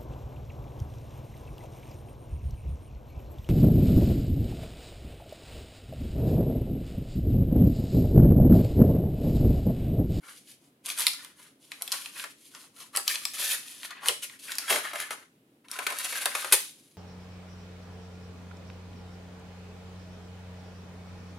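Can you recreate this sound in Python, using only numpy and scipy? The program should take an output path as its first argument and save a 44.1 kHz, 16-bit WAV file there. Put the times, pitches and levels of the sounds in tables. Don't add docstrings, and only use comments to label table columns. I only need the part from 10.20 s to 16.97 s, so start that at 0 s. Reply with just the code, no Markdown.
import sys
import numpy as np
from scipy import signal
from scipy.fft import rfft, irfft, next_fast_len
from scipy.io import wavfile
from scipy.ndimage import uniform_filter1d, map_coordinates

SR = 44100
rng = np.random.default_rng(int(sys.argv[2]) if len(sys.argv) > 2 else 0)


def output_pcm(signal):
    pcm = np.clip(np.atleast_2d(signal).T, -1, 1) * 32767
    wavfile.write(sys.argv[1], SR, np.round(pcm).astype(np.int16))


N = 298557


def amp(db):
    return 10 ** (np.asarray(db) / 20)


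def unit(x):
    return x / np.sqrt(np.mean(x ** 2) + 1e-20)


def along(points, hz):
    f, v = np.transpose(points)
    return np.interp(np.log(hz + 1), np.log(f), v)


def wobble(rate_hz):
    knots = rng.standard_normal(int(N * rate_hz / SR) + 4)
    return map_coordinates(knots, [np.arange(N) * rate_hz / SR])


def filtered(x, response):
    n = x.shape[-1]
    m = next_fast_len(n + SR // 4)
    return irfft(rfft(x, m) * response(np.fft.rfftfreq(m, 1 / SR)), m)[..., :n]


def coloured(x, spectrum):
    return unit(filtered(x, lambda hz: amp(along(spectrum, hz))))


def band(x, lo_hz, hi_hz, order):
    return signal.sosfilt(signal.butter(order, [lo_hz, hi_hz], "band", fs=SR, output="sos"), x)


def add(track, start_s, x):
    i = round(start_s * SR)
    track[i:i + len(x)] += x[:N - i]


def rubbing():
    # f/Hz, level/dB
    hiss_spectrum = [(80, -71), (400, -43.5), (1200, -22.5), (2200, -2.5), (3200, 2.5), (4300, 0.5),
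                     (6000, -4), (8000, -13.5), (12000, -36.5)]
    # f/Hz, level/dB
    fizz_spectrum = [(100, -78.5), (1500, -55), (4000, -30), (6500, -9), (8200, -10), (9800, -1.5),
                     (11500, -5.5), (12800, -14.5), (15000, -24.5), (16000, -27.5)]
    pressure = amp(2.6 * wobble(60))
    coarse = slips(rate_hz=760, spread_db=2.5, bed=0.86) * amp(3.07 * wobble(80)) * pressure
    hiss = coloured(slips(rate_hz=2500, spread_db=13.5, bed=0.94) * pressure, hiss_spectrum)
    fizz = coloured(slips(rate_hz=3500, spread_db=14, bed=1.6) * pressure, fizz_spectrum)
    edge = unit(band(slips(rate_hz=3100, spread_db=4, bed=0.93) * pressure, 12000, 14000, order=2))
    crinkle = unit(band(slips(rate_hz=240, spread_db=0.5, bed=0.059), 2000, 10500, order=4))
    rustle = amp(-4) * hiss + amp(-1) * fizz + amp(-8) * crinkle
    track = np.zeros(N)
    for i, hiss_gain, scrape_gain, hz in gestures():
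        panel = band(coarse[i], hz / 1.35, hz * 1.35, order=1)
        rasp = unit(band(panel, 270, 4200, order=3))
        squeak = squeaks(len(i), hz, rate_hz=350, scatter=0.28, decay_cycles=8.6, spread_db=7)
        scrape = unit(rasp + amp(-2.5) * squeak)
        sharpness = amp(-7.5) * np.sqrt(hiss_gain / amp(-29.5))
        track[i] += scrape_gain * scrape + hiss_gain * (rustle[i] + sharpness * edge[i])
    return track


def gestures():
    strokes = [(0.082, 0.1, -55, -52.5, 1484), (0.166, .1, -55, -79, 1560), (0.296, 0.08, -53.5, -71, 1820),
               (0.445, .08, -67, -75, 910), (0.659, 0.022, -47, -57, 1760),
               (0.702, 0.071, -41, -47.5, 1750), (0.813, 0.081, -37, -42, 1640),
               (0.878, 0.084, -38.5, -60.5, 2070), (1.004, 0.15, -54.5, -52.5, 1814),
               (1.223, 0.12, -57, -60.5, 1485), (1.446, 0.1, -62, -74.5, 894),
               (1.537, 0.06, -55.5, -59, 1885), (1.635, 0.11, -56.5, -59, 1235),
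               (1.74, 0.048, -41.5, -41.5, 1427), (1.79, 0.19, -45, -54, 1670),
               (2.002, .11, -45, -47.5, 1880), (2.108, 0.029, -53.5, -64, 1670),
               (2.26, 0.2, -60, -80, 1900), (2.36, 0.059, -58.5, -55, 1430),
               (2.427, 0.074, -53.5, -58.5, 1370), (2.608, 0.1, -48.5, -56.5, 1330),
               (2.77, 0.055, -43.5, -40, 1380), (2.915, 0.087, -34.5, -39.5, 1930),
               (3.026, 0.21, -46.5, -55.5, 1850), (3.649, 0.07, -48, -52, 2170),
               (3.719, 0.057, -68, -45.5, 1775), (3.791, 0.063, -75, -47.5, 1920),
               (3.851, 0.054, -55, -38, 1242), (3.882, 0.085, -37, -48, 1840),
               (4.038, .035, -37, -48.5, 2200), (4.14, 0.056, -56, -57.5, 1815),
               (4.303, 0.056, -57.5, -43, 2110), (4.53, 0.081, -32, -37.5, 1340),
               (4.802, 0.091, -44.5, -47, 1820), (4.924, 0.035, -45, -46.5, 1447),
               (5.455, 0.023, -69, -61.5, 1700), (5.534, 0.068, -47.5, -45, 1630),
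               (5.604, 0.095, -56, -45.5, 1270), (5.848, 0.035, -44, -44, 1176),
               (6.179, 0.036, -47.5, -43.5, 1290), (6.392, 0.15, -42, -61.5, 1500),
               (6.604, 0.33, -65, -85, 1215)]
    # t/s, hiss/dB, scrape/dB
    pulls = [
        [(3.135, -42, -55), (3.155, -38.5, -52), (3.235, -33.5, -41), (3.28, -33, -43.5), (3.335, -29, -37.5),
         (3.4, -53, -58), (3.47, -48.5, -59.5), (3.63, -55, -67)],
        [(4.19, -56, -76.5), (4.245, -48, -62), (4.44, -46.5, -46.5), (4.5, -47, -45.5), (4.64, -45.5, -40.5),
         (4.74, -52.5, -42), (4.83, -49, -44.5), (4.89, -65, -51.5), (5.06, -66.5, -64.5)],
        [(5.55, -67, -61), (5.64, -48, -58), (5.69, -48.5, -43.5), (5.8, -41.5, -46.5), (5.9, -41, -46),
         (5.95, -39, -39), (6.12, -44, -45), (6.25, -42.5, -44), (6.32, -54, -52)],
    ]
    rise_share, pull_hz = 0.45, 1744
    t = np.arange(N) / SR
    for peak_s, length_s, hiss_db, scrape_db, hz in strokes:
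        i = np.flatnonzero(np.abs(t - peak_s) < 0.25)
        width_s = length_s * np.where(t[i] < peak_s, rise_share, 1 - rise_share)
        speed = np.exp(-((t[i] - peak_s) / width_s) ** 2)
        yield i, speed * amp(hiss_db), speed * amp(scrape_db), hz
    for pull in pulls:
        times_s, hiss_db, scrape_db = np.transpose(pull)
        i = np.flatnonzero((t > times_s[0]) & (t < times_s[-1]))
        yield i, amp(np.interp(t[i], times_s, hiss_db)), amp(np.interp(t[i], times_s, scrape_db)), pull_hz


def slips(rate_hz, spread_db, bed):
    released = rng.random(N) < rate_hz / SR
    size = amp(spread_db * np.clip(rng.standard_normal(N), -2, 2))
    impulses = unit(released * size * rng.choice([-1, 1], N))
    return unit(impulses + bed * rng.standard_normal(N))


def squeaks(n, hz, rate_hz, scatter, decay_cycles, spread_db):
    count = max(int(rate_hz * n / SR), 1)
    pitch, size = np.clip(rng.standard_normal((count, 2)), -2, 2).T[:, :, None]
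    start, age = rng.integers(n, size=(count, 1)), np.arange(SR // 40)
    cycles = hz * np.exp(scatter * pitch) * age / SR
    envelope = np.exp(-cycles / decay_cycles) * (1 - np.exp(-cycles))
    grains = amp(spread_db * size) * np.sin(2 * np.pi * cycles) * envelope
    return unit(np.bincount((start + age).ravel(), grains.ravel(), n)[:n])


def crease_snaps():
    # t/s, crack/dB, treble re crack/dB, crack f/Hz
    snaps = [(0.66, -34, 6.5, 3170), (0.6654, -33.5, 3, 2980), (0.69, -35.5, 4, 3700),
             (0.7011, -23.5, -15, 2900), (0.7767, -33, 3, 3300), (.7866, -34.5, 11.5, 3100),
             (.7959, -33.5, 12.5, 3500), (0.806, -28.5, 7, 3580), (0.82, -26, -5, 3900),
             (0.8676, -11, -4.5, 2560), (0.8725, -32, 4, 2990), (0.8809, -25, -2, 3170),
             (0.9345, -32, -6, 5470), (1.0475, -39, 0.5, 2100), (1.5182, -29, -20, 2580),
             (1.6213, -28, 5, 4260), (1.6775, -30, -2.5, 2880), (1.7188, -22.5, -3.5, 4600),
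             (1.7228, -20, -4.5, 3960), (1.859, -30.5, -10, 3300), (1.9971, -31.5, -9, 2400),
             (2.3491, -38, -30, 2700), (2.762, -26, 6, 3750), (2.7717, -21.5, 5, 4400),
             (2.8786, -15, -5.5, 3930), (2.9563, -23.5, -16, 2970), (3.0526, -19, -11, 4270),
             (3.6318, -32, -11, 2400), (3.859, -27, -4, 1700), (3.8846, -13.5, 0, 3480),
             (4.0973, -38.5, -40, 1990), (4.319, -27.5, -6, 4130), (4.354, -34, -1, 4500),
             (4.3841, -21.5, -1, 3780), (4.802, -32.5, 5, 3110), (5.4843, -44, -8, 2900),
             (5.5143, -30, 1, 6240), (5.7866, -32.5, 7, 4400), (6.0567, -24, 8, 3500)]
    events = [(s, hz, [-46.5 + 0.67 * (db + 33), db, db + treble_db]) for s, db, treble_db, hz in snaps]
    return pops(events, trim_db=[0.6, 1, 0.6], rise_ms=0.048, crack_ms=0.98, flutter_db=-19.5,
                flutter_ms=4, body_lo_hz=720, body_ms=9.8, band_ratio=1.35, crack_lo_hz=1730)


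def panel_flaps():
    # t/s, crack/dB, body re crack/dB
    flaps = [(1.61, -49.5, 5), (1.7373, -38.5, -6), (2.039, -35, -7.5), (2.7506, -33.5, -20),
             (2.7734, -38, 3), (3.7065, -38, -37), (3.8914, -28.5, -8), (4.283, -42, -31),
             (4.303, -43.5, -13), (4.48, -34.5, -17), (4.5035, -23, -1), (4.5246, -25.5, -4.5),
             (4.5579, -25.5, -4), (4.733, -40, 6.5), (4.756, -35, -1), (4.7987, -34.5, -10),
             (4.9061, -32.5, 0.5), (5.5882, -31.5, -1), (5.6659, -23.5, -10), (5.702, -34, 0.5),
             (5.7224, -36, 1.5), (5.9248, -33, -2.5), (6.0267, -41, 0), (6.0563, -26, -1.5),
             (6.1499, -25.5, -4.5), (6.2447, -32, -0.5), (6.314, -37, -1)]
    crack_hz = 1920
    events = [(s, crack_hz, [db + body_db, db, db - 3.5 + 0.4 * body_db]) for s, db, body_db in flaps]
    return pops(events, trim_db=[-1.5, 0.4, -1.5], rise_ms=0.71, crack_ms=4.9, flutter_db=-15,
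                flutter_ms=4.2, body_lo_hz=420, body_ms=15, band_ratio=1.36, crack_lo_hz=1000)


def pops(events, trim_db, rise_ms, crack_ms, flutter_db, flutter_ms,
         body_lo_hz, body_ms, band_ratio, crack_lo_hz):
    track, t_ms = np.zeros(N), np.arange(SR // 20) * 1000 / SR
    decay = np.exp(-t_ms / crack_ms)
    envelope = (decay + amp(flutter_db) * np.exp(-t_ms / flutter_ms)) * (1 - np.exp(-t_ms / rise_ms))
    for start_s, hz, levels_db in events:
        noise = rng.choice([-1., 1.], (3, len(t_ms)))
        body = band(noise[0] * np.exp(-t_ms / body_ms), body_lo_hz, 1400, order=3)
        crack = band(noise[1] * envelope, hz / band_ratio, hz * band_ratio, order=1)
        crack = band(crack, crack_lo_hz, 14000, order=3)
        treble = band(noise[2] * envelope, 8030, 12130, order=2)
        gains = amp(levels_db) * amp(trim_db) * np.sqrt(2 * np.mean(decay ** 2))
        add(track, start_s, sum(gain * unit(part) for gain, part in zip(gains, (body, crack, treble))))
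    return track


def frame_jolts():
    # t/s, clatter/dB, knock/dB, ring/dB, push/dB, chatter length/s
    jolts = [(2.772, -40, -50, -89, -72, 0.024), (3.885, -42, -37, -72, -63, 0.02),
             (4.504, -36, -37, -85.5, -65.5, 0.075), (6.3233, -11.5, -33.5, -38, -42.5, 0.013)]
    # f/Hz, level/dB, t60/s
    ring_modes = [(2550, -9, .2), (3200, 0.5, 0.24), (3470, 1, 0.21), (3714, -4, 0.23), (9200, -10, .3),
                  (9200, -1, .3), (10200, 16.5, 0.15), (10110, -13, .26), (10800, -4.5, .25),
                  (11500, -5, .22)]
    # f/Hz, level/dB
    clatter_spectrum = [(100, -42), (250, -21.5), (420, -10), (660, -29), (810, 1.5), (1150, -8.5),
                        (1750, -1.5), (2600, -5), (3500, -3.5), (6500, -5), (9400, 2), (11500, 0.5),
                        (14500, -8), (16000, -19.5)]
    track, t = np.zeros(N), np.arange(SR // 2) / SR
    contacts = coloured(slips(rate_hz=2500, spread_db=6, bed=1), clatter_spectrum)
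    push_s = 0.0028
    push = (1 - t / push_s) * np.exp(-t / push_s)
    for start_s, clatter_db, knock_db, ring_db, push_db, chatter_s in jolts:
        envelope = amp(-4 * t / chatter_s - 540 * np.maximum(t - chatter_s, 0))
        ring = sum(amp(db - 60 * t / t60_s) * np.sin(2 * np.pi * (hz * t + rng.random()))
                   for hz, db, t60_s in ring_modes)
        clatter = np.roll(contacts, rng.integers(N))[:len(t)] * envelope
        knock = unit(shell(rng.standard_normal(len(t)) * envelope)) * np.sqrt(np.mean(envelope ** 2))
        jolt = amp(clatter_db) * clatter + amp(ring_db) * ring + amp(knock_db) * knock
        add(track, start_s, jolt + amp(push_db) * push)
    return track


def shell(force):
    # f/Hz, bandwidth/Hz, level/dB
    modes = [(228, 39, -11.5), (326, 55, -7), (384, 33, 2.5), (480, 67, 3.5), (580, 39, 6.5),
             (760, 35, 2.5), (1020, 40, 0.5)]
    return filtered(force, lambda f: sum((-1) ** k * amp(db) / (1 + 1j * (f - hz ** 2 / (f + 1e-9)) / bw_hz)
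                                         for k, (hz, bw_hz, db) in enumerate(modes)))


def frame_hum(rub):
    effort = np.sqrt(np.abs(uniform_filter1d(rub ** 2, SR // 100)))
    return effort * unit(shell(rng.standard_normal(N)))


def room(x, early_db, tail_db):
    # f/Hz, t60/s
    wall_decay = [(150, 0.1), (500, 0.28), (1200, .28), (3500, 0.35), (7000, 0.36), (11000, 0.29),
                  (13000, 0.27), (16000, 0.34)]
    wet, hop = np.zeros((2, N)), SR // 3
    for i in range(-hop, N, hop):
        start, end = max(i, 0), min(i + 2 * hop, N)
        piece = x[start:end] * np.sin(np.pi * (np.arange(start, end) - i) / (2 * hop))
        hz, t, spectra = signal.stft(rng.standard_normal((2, SR // 2)), SR, nperseg=256)
        decay = amp(-60 * t / along(wall_decay, hz)[:, None])
        tail = signal.istft(spectra * decay, SR, nperseg=256)[1]
        t = np.arange(tail.shape[1]) / SR
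        tail *= 1 - np.exp(-(t / 0.006) ** 2)
        early = rng.standard_normal(tail.shape) * t * np.exp(-t / 0.002)
        tail *= amp(tail_db) / np.linalg.norm(tail[0])
        early *= amp(early_db) / np.linalg.norm(early[0])
        for channel, response in zip(wet, early + tail):
            add(channel, start / SR, signal.fftconvolve(piece, response))
    return diffuse(wet)


def diffuse(pair):
    # f/Hz, side re mid/dB
    width = [(60, -14.5), (250, -26), (550, -9.5), (1100, 1.5), (3000, 0), (6000, 0), (9500, -3),
             (15000, -4.5)]
    side = filtered(pair[1], lambda hz: amp(along(width, hz)))
    return np.array([pair[0] + side, pair[0] - side])


def ventilation():
    # f/Hz, level/dB
    air_spectrum = [(20, -26), (60, -21.5), (100, -10.5), (130, -3.5), (200, -3.5), (280, 3), (370, -4.5),
                    (550, -10.5), (900, -20), (1600, -23.5), (3000, -23.5), (6000, -32.5), (10000, -28),
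                    (13000, -30), (16000, -32)]
    return amp(-65 + 0.57 * wobble(18)) * diffuse(coloured(rng.standard_normal((2, N)), air_spectrum))


def scene():
    # f/Hz, left re right/dB
    balance = [(400, .3), (1200, 2.5), (2500, 1.3), (8000, .9), (13000, .2)]
    rub = rubbing()
    sheet = rub + crease_snaps() + panel_flaps()
    direct = sheet + amp(-9) * shell(sheet) + amp(-27) * frame_hum(rub) + frame_jolts()
    heard = direct + room(direct, early_db=-7.5, tail_db=-8)
    panned = filtered(heard, lambda hz: amp(np.outer([0.5, -0.5], along(balance, hz))))
    return panned + ventilation()


def record(dry):
    ceiling, cutoff_hz = 0.92, 15800
    rounded = dry / (1 + np.abs(dry / ceiling) ** 12) ** (1 / 12)
    return filtered(rounded, lambda hz: 1 / np.sqrt(1 + (hz / cutoff_hz) ** 120))


dry = scene()
out = record(dry)
output_pcm(out)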